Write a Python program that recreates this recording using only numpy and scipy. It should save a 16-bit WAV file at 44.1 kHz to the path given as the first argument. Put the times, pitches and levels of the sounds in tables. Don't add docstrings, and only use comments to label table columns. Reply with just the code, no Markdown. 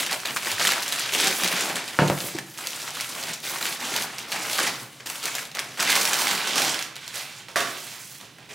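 import sys
import numpy as np
from scipy import signal
from scipy.fft import rfft, irfft, next_fast_len
from scipy.io import wavfile
from scipy.ndimage import uniform_filter1d

SR = 44100
rng = np.random.default_rng(int(sys.argv[2]) if len(sys.argv) > 2 else 0)


def convert_level_to_amplitude(level_db):
    exponent = np.asarray(level_db, float) / 20
    return 10 ** exponent


def to_wav(s):
    ch = np.atleast_2d(s).T
    pcm = np.round(np.clip(ch, -1, 1) * 32767)
    wavfile.write(sys.argv[1], SR, pcm.astype(np.int16))


N = 376613

# (time [s], left over right [dB], share of the kitchen [dB])
PAPER_PLACE = [
    (0, -0.3, -9),
    (2, -0.5, -4.5),
    (4, -0.8, -5),
    (5.4, -0.4, -3.5),
    (6, -1.6, -2),
    (7, -3, -1.5),
    (8.54, -3.5, -0.5),
]
# (start [s], hold [s], effort [dB], fine fizz [dB])
TUGS = [(-.01, 0.0099, -22.5, 14), (0.108, 0.044, -28.5, -7), (0.25, 0.0088, -25, -7),
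        (0.366, 0.0086, -30.5, 2), (0.594, 0.14, -25, -1), (0.918, 0.1, -33.5, 17),
        (1.127, 0.087, -24.5, 0), (1.204, 0.069, -23.5, -1), (1.419, 0.043, -27, -1),
        (1.753, 0.02, -26, -2), (2.385, 0.004, -43, -19), (3.43, 0.017, -40, 11), (3.608, 0.12, -29.5, 5.5),
        (3.795, 0.012, -34, -6), (3.94, 0.1, -29.5, 4), (4.182, 0.016, -35.5, 0),
        (4.324, 0.056, -33.5, -63), (4.583, 0.093, -23, -7), (4.998, 0.0055, -38, -15),
        (5.057, 0.02, -31.5, 3), (5.235, 0.041, -31.5, 1), (5.34, 0.082, -33.5, 5),
        (5.544, 0.017, -31.5, -20), (5.584, .01, -29, -16), (5.773, 0.025, -32, -3),
        (5.792, 0.06, -22.5, -1), (6.559, 0.12, -23, 0.5), (6.956, .004, -38, -12),
        (7.483, .004, -37.5, -1), (8.199, 0.039, -41, -6), (8.383, 0.038, -43.5, -23),
        (8.489, 0.057, -39, -6)]
# (start [s], length [s], effort [dB],
# sheet boom [dB], fine fizz [dB])
DRAGS = [(0.035, 0.1, -30, 1.5, -11), (0.135, 0.12, -39, -5, 11), (0.278, 0.058, -39, 12, 34),
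         (0.417, 0.18, -33, -4.5, 7), (0.47, 0.048, -28, 4, 5), (0.728, 0.52, -29, -6.5, -4),
         (1.235, 0.21, -26, -2.5, 4), (1.457, 0.24, -25, -0.5, -1.5), (1.75, 0.31, -34, -3, -3),
         (2.008, 0.18, -38.5, 6, 19), (2.214, 0.062, -33.5, -4, 17), (2.3, 0.064, -40, -4, 1),
         (2.38, 0.3, -46.5, -3, 12), (2.59, 0.19, -33.5, -6, 3.5), (2.804, 0.09, -32.5, -7, 1),
         (2.94, 0.39, -33, -3.5, 1.5), (3.172, 0.14, -35.5, 7.5, 3), (3.451, 0.12, -32, -0.5, 9.5),
         (3.823, 0.13, -29, 2, 2), (4.085, 0.235, -38, 1.5, -4), (4.332, 0.29, -29, 0.5, 9),
         (4.72, 0.11, -39.5, 8, 12), (4.86, 0.17, -50.5, 1, 8), (5.102, 0.27, -35, -6.5, 3),
              (5.62, 0.15, -41, 1, 1), (5.893, 0.08, -19.5, -5.5, 2), (6.002, 0.16, -24.5, -3, 5),
              (6.198, 0.14, -24, -1, 3.5), (6.392, 0.29, -24.5, -4.5, -7), (6.638, 0.19, -29, -11, -10),
              (7.022, 0.18, -34, -15, -15), (7.149, 0.057, -30.5, -13, 5), (7.26, 0.14, -38.5, -12, -6),
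              (7.698, 0.26, -37, -11.5, 6), (8.0, 0.16, -44, -18, 16)]
# (frequency [Hz], level [dB per Hz])
PAPER_COLOUR = [(35, -59), (60, -37), (176, -7.5), (268, -5.5), (400, -7), (800, -3.5), (1280, -4.5),
                (2140, -3), (7750, -10.5), (14900, -20)]
# (time [s], peak
# [dB], pitch [Hz], sharp edge over the peak [dB])
CREASE_SNAPS = [(0.0312, -16, 1890, -9), (0.049, -18, 2390, -9), (0.0638, -14, 4650, -7),
                (0.0696, -19, 2090, -10), (0.0952, -19, 1740, -14), (0.1126, -14, 4690, -7),
                (0.1215, -14, 3750, -9), (0.129, -11, 4460, -7), (0.1426, -15, 2000, -12),
                (0.201, -23, 5680, -2), (0.2336, -25, 1340, -8), (0.256, -14, 4050, -7),
                (0.2721, -18, 3360, -5), (0.3074, -19, 2090, -5), (0.3628, -13, 1210, -3),
                (0.3694, -12, 1270, -10), (0.3746, -17, 4110, -10), (0.4242, -22, 3140, -8),
                (0.4306, -21, 2090, -8), (0.4479, -17, 4240, -5), (0.4583, -16, 2560, -7),
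                (0.4706, -12, 2000, -11), (0.5164, -13, 7390, -3), (0.5818, -17, 1660, -9),
                (0.5967, -12, 4970, -5), (0.6032, -13, 3270, -10), (0.6129, -13, 1590, -3),
                (0.6175, -17, 4440, -6), (0.6261, -15, 3640, -4), (0.631, -16, 4460, -5),
                (0.6426, -15, 1610, -5), (0.6506, -6, 1590, -7), (0.6596, -11, 3790, -9),
                (0.6716, -4, 3340, -5), (0.6765, -8, 3120, -4), (0.6907, -8, 1420, -6),
                (0.7041, -11, 3980, -4), (0.712, -10, 3790, -7), (0.7199, -9, 1700, -7),
                (0.7347, -12, 2150, -8), (0.7801, -15, 1270, -15), (0.804, -18, 3620, -8),
                (0.8236, -18, 8980, -1), (0.8285, -18, 4240, -3), (0.8331, -19, 6220, -1),
                (0.862, -19, 2760, -4), (0.88, -15, 7360, -3), (0.8888, -18, 6700, -2),
                (0.9238, -11, 3750, -4), (0.9292, -17, 3120, -5), (0.951, -16, 2170, -10),
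              (0.9594, -15, 2090, -8), (0.9873, -18, 2480, -6), (0.9947, -14, 8200, -1),
              (1.0602, -19, 3830, -7), (1.0904, -19, 3600, -8), (1.1227, -18, 2500, -8),
              (1.1367, -12, 3510, -6), (1.1491, -8, 2860, -8), (1.1604, -13, 2520, -8),
              (1.1881, -13, 3290, -3), (1.2, -8, 2500, -7), (1.2468, -11, 2300, -12),
              (1.2712, -8, 7130, -3), (1.2803, -11, 4800, -4), (1.312, -14, 1510, -6),
              (1.4003, -17, 1290, -6), (1.4079, -16, 4240, -6), (1.4352, -10, 5060, -2),
              (1.4452, -11, 5470, -3), (1.4765, -13, 6160, -2), (1.4847, -12, 3940, -8),
              (1.5643, -13, 2560, -5), (1.5766, -16, 2280, -9), (1.6081, -15, 7640, -2),
              (1.6572, -19, 3700, -7), (1.6983, -18, 2560, -8), (1.7283, -20, 1940, -6),
              (1.7571, -16, 8100, -3), (1.7669, -13, 2370, -10), (1.8398, -23, 2200, -8),
              (1.8786, -18, 4500, -8), (1.8857, -22, 2520, -3), (1.9443, -24, 1180, -12),
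                (2.0767, -17, 6520, -5), (2.0816, -16, 4290, -8), (2.0988, -14, 2200, -20),
                (2.1777, -21, 3400, -7), (2.1863, -21, 3360, -5), (2.2042, -15, 4390, -6),
                (2.2858, -21, 2370, -4), (2.3662, -27, 2330, -4), (2.3809, -25, 1340, -14),
                (2.3862, -13, 1790, -9), (2.3923, -24, 1790, -12), (2.5754, -25, 3570, -6),
                (2.5821, -24, 5750, -4), (2.5877, -23, 1310, -7), (2.6707, -14, 4390, -3),
                (2.7059, -22, 5810, -4), (2.7323, -22, 2820, -5), (2.8181, -23, 5770, -2),
                (2.8272, -23, 8030, -2), (2.878, -20, 1270, -11), (2.9053, -22, 5360, -2),
                (2.9528, -24, 5230, -5), (2.97, -21, 1120, -7), (2.9995, -18, 2240, -6),
                (3.0088, -15, 5490, -1), (3.0441, -22, 3620, -4), (3.1506, -21, 5620, -2),
                (3.228, -19, 4540, -5), (3.237, -19, 4840, -4), (3.2846, -21, 3360, -6),
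                (3.334, -19, 6550, 0), (3.3387, -21, 8140, -2), (3.4023, -30, 8980, -1),
                (3.4668, -21, 3360, -5), (3.475, -20, 3620, -5), (3.4974, -20, 2220, -6),
                (3.5602, -20, 1140, -11), (3.6123, -17, 1360, -10), (3.6268, -15, 4110, -7),
                (3.6548, -14, 2840, -6), (3.6667, -15, 3140, -9), (3.7258, -19, 2410, -10),
                (3.8057, -21, 3900, -6), (3.851, -21, 4350, -10), (3.9393, -17, 1770, -6),
                (3.9632, -12, 6550, -2), (4.0116, -19, 2760, -8), (4.023, -17, 6050, -1),
                (4.1835, -21, 5560, -1), (4.1895, -21, 2220, -4), (4.3188, -14, 4110, -6),
              (4.3233, -15, 4130, -9), (4.328, -15, 4440, -7), (4.3531, -20, 1720, -10),
              (4.3614, -18, 1830, -8), (4.3661, -19, 2390, -11), (4.4983, -17, 2690, -5),
              (4.5314, -16, 5150, -1), (4.5777, -19, 3660, -4), (4.5838, -16, 4030, -6),
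              (4.59, -11, 1610, -5), (4.6326, -13, 3060, -8), (4.6682, -13, 3380, -7),
              (4.6726, -13, 1850, -9), (4.6934, -17, 2410, -9), (4.7563, -24, 4370, -7),
              (5.0054, -30, 2970, -13), (5.0617, -22, 4970, -2), (5.0706, -22, 5600, -1),
              (5.1, -17, 4570, -4), (5.156, -20, 2970, -4), (5.2292, -20, 6630, -2),
              (5.2399, -19, 7430, -3), (5.2552, -13, 5940, -1), (5.3518, -15, 6960, -1),
              (5.3828, -14, 2260, -12), (5.3912, -21, 3320, -8), (5.4524, -25, 4180, -6),
              (5.5151, -24, 3980, -10), (5.5497, -19, 5810, -2), (5.5559, -25, 2200, -7),
              (5.5705, -20, 2070, -8), (5.592, -13, 5080, -3), (5.5969, -20, 3250, -5),
                (5.7432, -30, 3550, -14), (5.7733, -24, 3040, -11), (5.8003, -14, 5150, -3),
              (5.8053, -11, 5150, -5), (5.8263, -10, 2410, -4), (5.8754, -12, 2050, -6),
              (5.8966, -14, 1610, -6), (5.9016, -7, 6090, -1), (5.9205, -10, 3880, -7),
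              (5.9272, -11, 2130, -9), (5.954, -7, 5250, -2), (5.962, -9, 7690, -3), (6.0117, -9, 3900, -4),
              (6.0163, -13, 8330, -1), (6.0531, -9, 5300, -2), (6.0758, -13, 5280, -3),
              (6.1326, -7, 3210, -2), (6.142, -12, 5170, -4), (6.1884, -13, 4800, -4),
              (6.1939, -14, 2020, -7), (6.212, -11, 3750, -6), (6.2174, -12, 8460, -2),
              (6.2707, -7, 2150, -10), (6.2807, -13, 4070, -4), (6.3111, -12, 2150, -7),
              (6.3504, -16, 4520, -7), (6.3776, -15, 2430, -7), (6.4738, -16, 8960, -2),
              (6.5082, -16, 2170, -10), (6.5331, -16, 3510, -14), (6.5572, -11, 4890, -3),
              (6.5808, -10, 2580, -3), (6.6191, -10, 3530, -4), (6.6482, -13, 6570, -5),
              (6.7442, -16, 3290, -4), (6.7909, -16, 4370, -5), (6.8128, -21, 3570, -10),
              (6.8253, -17, 6700, -3),
                (6.9252, -32, 1290, -14), (6.9562, -26, 5900, -4), (6.9649, -21, 3750, -12),
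                  (7.0783, -22, 7150, -2), (7.1418, -24, 2410, -6), (7.1567, -21, 7920, -1),
                  (7.4842, -30, 2890, -9), (7.5586, -10, 1740, -16), (7.6048, -14, 1550, -9),
                  (7.6724, -21, 1960, -10), (8.2119, -30, 3600, -8), (8.3843, -36, 1640, -12)]
# (frequency [Hz], level [dB per Hz])
HUM_COLOUR = [(18, -52), (40, -19), (85, -16.5), (124, 4), (190, -5), (520, -12.5), (1000, -20),
              (3000, -13), (8000, -22.5), (16000, -31)]
# (time [s], level [dB], frequency [Hz])
BUMPS = [
    (0.52, -44, 99),
    (1.428, -36, 184),
    (1.52, -36, 182),
    (1.618, -42, 193),
    (1.719, -41, 180),
    (2.0, -55, 61),
    (4.81, -45, 125),
    (5.219, -62, 60),
    (8.487, -50, 418),
]
# (time [s], blow [dB], tick over the blow [dB], tick pitch [Hz], tick length [cycles])
PAN_KNOCKS = [
    (1.9892, -17, 21.5, 1510, 0.95),
    (2.016, -13.5, -5, 199, 2),
    (2.1, -22, 22.5, 734, 0.43),
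    (2.238, -31, -2, 210, 2.9),
    (2.349, -36.5, 14, 361, 5.5),
]
# (frequency [Hz], level [dB], t60 [s])
COUNTER_MODES = [(148, 1, 0.2), (188, -4.5, 0.22), (250, -2, 0.1), (306, -4, 0.063), (347, -8.5, 0.33),
                 (405, -7, .15), (468, -6, 0.086), (514.5, -5, 0.31), (583.4, 0.5, 0.22), (718, 5, 0.099),
                 (900, 1, 0.11), (1310, 1, .1), (1470, 0, .1), (1830, -5, .1)]
# (time [s], level [dB])
LANDING = (7.558, -18)
# (frequency [Hz], level [dB per Hz])
BUNDLE_COLOUR = [(60, -54), (150, -12.5), (400, -1.5), (690, -9), (830, -13), (1150, -1), (1900, -4),
                 (2600, -5.5), (6000, -7), (16000, -21)]
# (frequency [Hz], sharpness [Q], level [dB])
AIR_POCKETS = [(660, 4.5, -6), (1140, 4, -7), (1900, 4, -9)]
# (frequency [Hz], t60 [s])
KITCHEN_T60 = [(150, 0.83), (600, 0.63), (2000, 0.53), (6000, 0.39), (14000, 0.31)]
# (frequency [Hz], level under their sum [dB])
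MICROPHONE_WIDTH = [(60, -16), (130, -20), (300, -21), (700, -13.5), (1500, -15.5), (4000, -13),
                    (9000, -14.5), (15000, -24)]


def evened(x):
    return x / np.sqrt(np.mean(x ** 2) + 1e-20)


def read(points, hz):
    f, value = np.transpose(points)
    return np.interp(np.log(hz + 1), np.log(f + 1), value)


def coloured(x, points):
    size = next_fast_len(x.shape[-1])
    gain = convert_level_to_amplitude(read(points, np.fft.rfftfreq(size, 1 / SR)))
    return irfft(rfft(x, size) * gain, size)[..., :x.shape[-1]]


def add(mix, s, sound):
    part = mix[round(s * SR):][:len(sound)]
    part += sound[:len(part)]


def band(x, hz, q):
    return signal.lfilter(*signal.iirpeak(np.clip(hz, 50, SR / 2.2), max(q, .3), SR), x)


def band_twice(x, hz, q):
    return band(band(x, hz, q), hz, q)


def dying(kicks, decay_s):
    return signal.lfilter([1], [1, -np.exp(-1 / (decay_s * SR))], kicks)


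def handling():
    t = np.arange(0, N + 64, 64) / SR
    start, hold, db, tug_fizz = np.transpose(TUGS)[:, :, None]
    tug_rise_s, tug_fall_db_per_s = 0.0025, 216
    falling_db = tug_fall_db_per_s * np.maximum(t - start - hold, 0)
    tugs = convert_level_to_amplitude(db - falling_db) * np.clip((t - start) / tug_rise_s, 0, 1)

    start, length, db, drag_boom, drag_fizz = np.array(DRAGS).T[:, :, None]
    drag_rise_db_per_s, drag_fall_db_per_s = 400, 200
    rising_db = drag_rise_db_per_s * np.maximum(start - t, 0)
    falling_db = drag_fall_db_per_s * np.maximum(t - start - length, 0)
    drags = convert_level_to_amplitude(db - rising_db - falling_db)

    power = np.vstack([tugs, drags]) ** 2
    total = power.sum(0) + convert_level_to_amplitude(2 * -66)
    boom_db = (power * np.vstack([0 * tug_fizz, drag_boom])).sum(0) / total
    fizz_db = (power * np.vstack([tug_fizz, drag_fizz])).sum(0) / total
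    return (np.interp(np.arange(N) / SR, t, c) for c in (10 * np.log10(total), boom_db, fizz_db))


def rustle(per_s=300, spread_db=1.0, cycles=1.7, clump_s=0.0069, slide=1.84, flick_s=0.0021, patchy_db=3.0):
    effort_db, boom_db, fizz_db = handling()
    clump_db = 1.3 * evened(dying(rng.random(N) < 150 / SR, clump_s))
    out = np.zeros(N)
    moments = rng.random((4, N))
    for hz, dice in zip(np.geomspace(160, 15000, num=24), np.repeat(moments, 6, axis=0)):
        sliding = rng.standard_normal(N)
        chance = per_s * np.sqrt(hz / 3000) / SR
        size_db = -spread_db * np.log(np.clip(dice / chance, .07, 1))
        flicks = dying((dice < chance) * convert_level_to_amplitude(size_db), flick_s)
        patches = evened(uniform_filter1d(rng.standard_normal(N // 256 + 1), size=9)).repeat(256)[:N]
        drive = (evened(flicks) + slide) * sliding * convert_level_to_amplitude(patchy_db * patches)
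        octaves = np.log2(hz / 3000)
        tilt_db = np.clip(-octaves / 3.6, 0, 1) * boom_db + np.clip(octaves / 3.5, 0, 1) * fizz_db
        level = convert_level_to_amplitude(read(PAPER_COLOUR, hz) + tilt_db) * np.sqrt(hz)
        out += level * evened(band_twice(drive, hz, cycles))
    return convert_level_to_amplitude(effort_db + clump_db) * evened(out)


def hum():
    return convert_level_to_amplitude(-50) * evened(coloured(rng.standard_normal(N), HUM_COLOUR))


def snaps(rise_s=.0002, crack_s=0.0009, shiver_s=0.012, shiver_db=-17, pure=.5, q=1.7, boom_db=-24, level_db=-0.8):
    out, u = np.zeros(N), np.arange(2000) / SR
    creases = np.array(CREASE_SNAPS)
    packet = (1 - np.exp(-u / rise_s)) * np.exp(-u / crack_s)
    packet = packet / packet.max()
    shiver = convert_level_to_amplitude(shiver_db) * (1 - np.exp(-u / 0.0006)) * np.exp(-u / shiver_s)
    body_hz = 1800
    noises = rng.standard_normal((len(creases), 3, len(u)))
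    for (s, db, hz, edge_db), (a, b, c) in zip(creases, noises):
        rough = evened(band(a, np.sqrt(hz * body_hz), q))
        fizz = evened(band(b, 5470, 1.0))
        tone = pure * np.sin(2 * np.pi * hz * u) + (1 - pure) * 0.64 * rough
        crack = packet ** np.clip(hz / 3000, .6, 1.2) * tone
        edge = packet ** 2.4 * fizz
        boom = band(c * np.exp(-u / 0.0066), 807, 7.8)
        crack, edge, boom = (part / abs(part).max() for part in (crack, edge, boom))
        sharp = convert_level_to_amplitude(edge_db + 2.05) * (edge + 1.78 * shiver * fizz)
        add(out, s, convert_level_to_amplitude(db + level_db) * (crack + shiver * rough + sharp + convert_level_to_amplitude(boom_db) * boom))
    return out


def kitchen(x):
    taps = np.zeros((2, SR * 3 // 4))
    at = np.arange(500, taps.shape[1] - 20, 20)
    at = at + rng.integers(0, 20, (2, len(at)))
    np.put_along_axis(taps, at, rng.choice([-1., 1.], at.shape), 1)
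    hz, t, z = signal.stft(taps, SR, nperseg=256)
    decay = convert_level_to_amplitude(-60 * t / read(KITCHEN_T60, hz)[:, None])
    tails = signal.istft(z * decay, SR, nperseg=256)[1]
    turn = 2 * np.pi * 3.1 * np.arange(N) / SR
    fed = x * np.array([np.cos(turn), np.sin(turn)])
    return signal.fftconvolve(fed, tails / np.linalg.norm(tails[0]), axes=1)[:, :N].sum(0)


def bumps():
    out, u = np.zeros(N), np.arange(SR // 5) / SR
    swell = (u / 0.022) ** 2 * np.exp(2 - u / 0.011)
    for s, db, hz in BUMPS:
        add(out, s, convert_level_to_amplitude(db + 3.0) * np.sin(2 * np.pi * hz * u) * swell)
    return out


def pan_knocks():
    out, u = np.zeros(N), np.arange(SR // 2) / SR
    for s, db, tick_db, tick_hz, cycles in PAN_KNOCKS:
        hard_hz = 307 + 0.55 * tick_hz
        ring = np.zeros(len(u))
        for k, (f, mode_db, t60) in enumerate(COUNTER_MODES):
            level = convert_level_to_amplitude(mode_db - 60 * u / t60) / (1 + (f / hard_hz) ** 2)
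            ring += level * np.sin(2 * np.pi * (f * u - k / 4))
        tick = np.sin(2 * np.pi * tick_hz * u * (1 - 4.4 * u)) * np.exp(-u * tick_hz / cycles)
        rattle = 3.9 * band_twice(rng.standard_normal(len(u)), hard_hz, 0.54) * np.exp(-u / 0.032)
        onset = 1 - np.exp(-u / 0.0031)
        add(out, s, convert_level_to_amplitude(db) * ((ring + rattle) * onset + convert_level_to_amplitude(tick_db) * tick))
    return out


def landing():
    out, u = np.zeros(N), np.arange(SR // 3) / SR
    puff = evened(coloured(rng.standard_normal(len(u)), BUNDLE_COLOUR)) * np.exp(-u / 0.068)
    ring = np.zeros(len(u))
    for hz, q, pocket_db in AIR_POCKETS:
        ring += convert_level_to_amplitude(pocket_db) * evened(band_twice(rng.standard_normal(len(u)), hz, q))
    ring *= np.exp(-u / 0.046)
    s, db = LANDING
    add(out, s, convert_level_to_amplitude(db) * (0.92 * puff + ring) * np.minimum(u / 0.0019, 1))
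    return out


def microphones(x, pan_db, smear_s=0.046):
    smear = rng.standard_normal(8192) * np.exp(-np.arange(8192) / (smear_s * SR))
    reflections = coloured(smear / np.linalg.norm(smear), MICROPHONE_WIDTH)
    side = convert_level_to_amplitude(-2.0) * signal.oaconvolve(x, reflections)[:N]
    return np.array([x + side, x - side]) * convert_level_to_amplitude(np.array([pan_db, -pan_db]) / 2)


def scene():
    s, pan_db, wet_db = np.transpose(PAPER_PLACE)
    pan_db, wet_db = (np.interp(np.arange(N) / SR, s, c) for c in (pan_db, wet_db))
    paper, cracks, knocks = rustle() + landing(), snaps(), pan_knocks()
    wet = kitchen(convert_level_to_amplitude(wet_db) * (paper + cracks) + convert_level_to_amplitude(-6.5) * knocks)
    near = paper / np.sqrt(1 + convert_level_to_amplitude(2 * wet_db)) + cracks + knocks + wet / 2.02
    near = signal.sosfilt(signal.butter(3, 80, "high", fs=SR, output="sos"), near)
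    return microphones(near + hum() + bumps(), pan_db)


def low_pass(x):
    return signal.sosfilt(signal.butter(12, 17020, fs=SR, output="sos"), x)


def record(dry):
    squeezed = 1.187 * np.tanh(dry / 1.417)
    edge = signal.firwin(2047, 15870, window=("kaiser", 8), fs=SR)
    mix = signal.oaconvolve(squeezed, edge[None], "same")
    return low_pass(mix)


dry = scene()
out = record(dry)
to_wav(out)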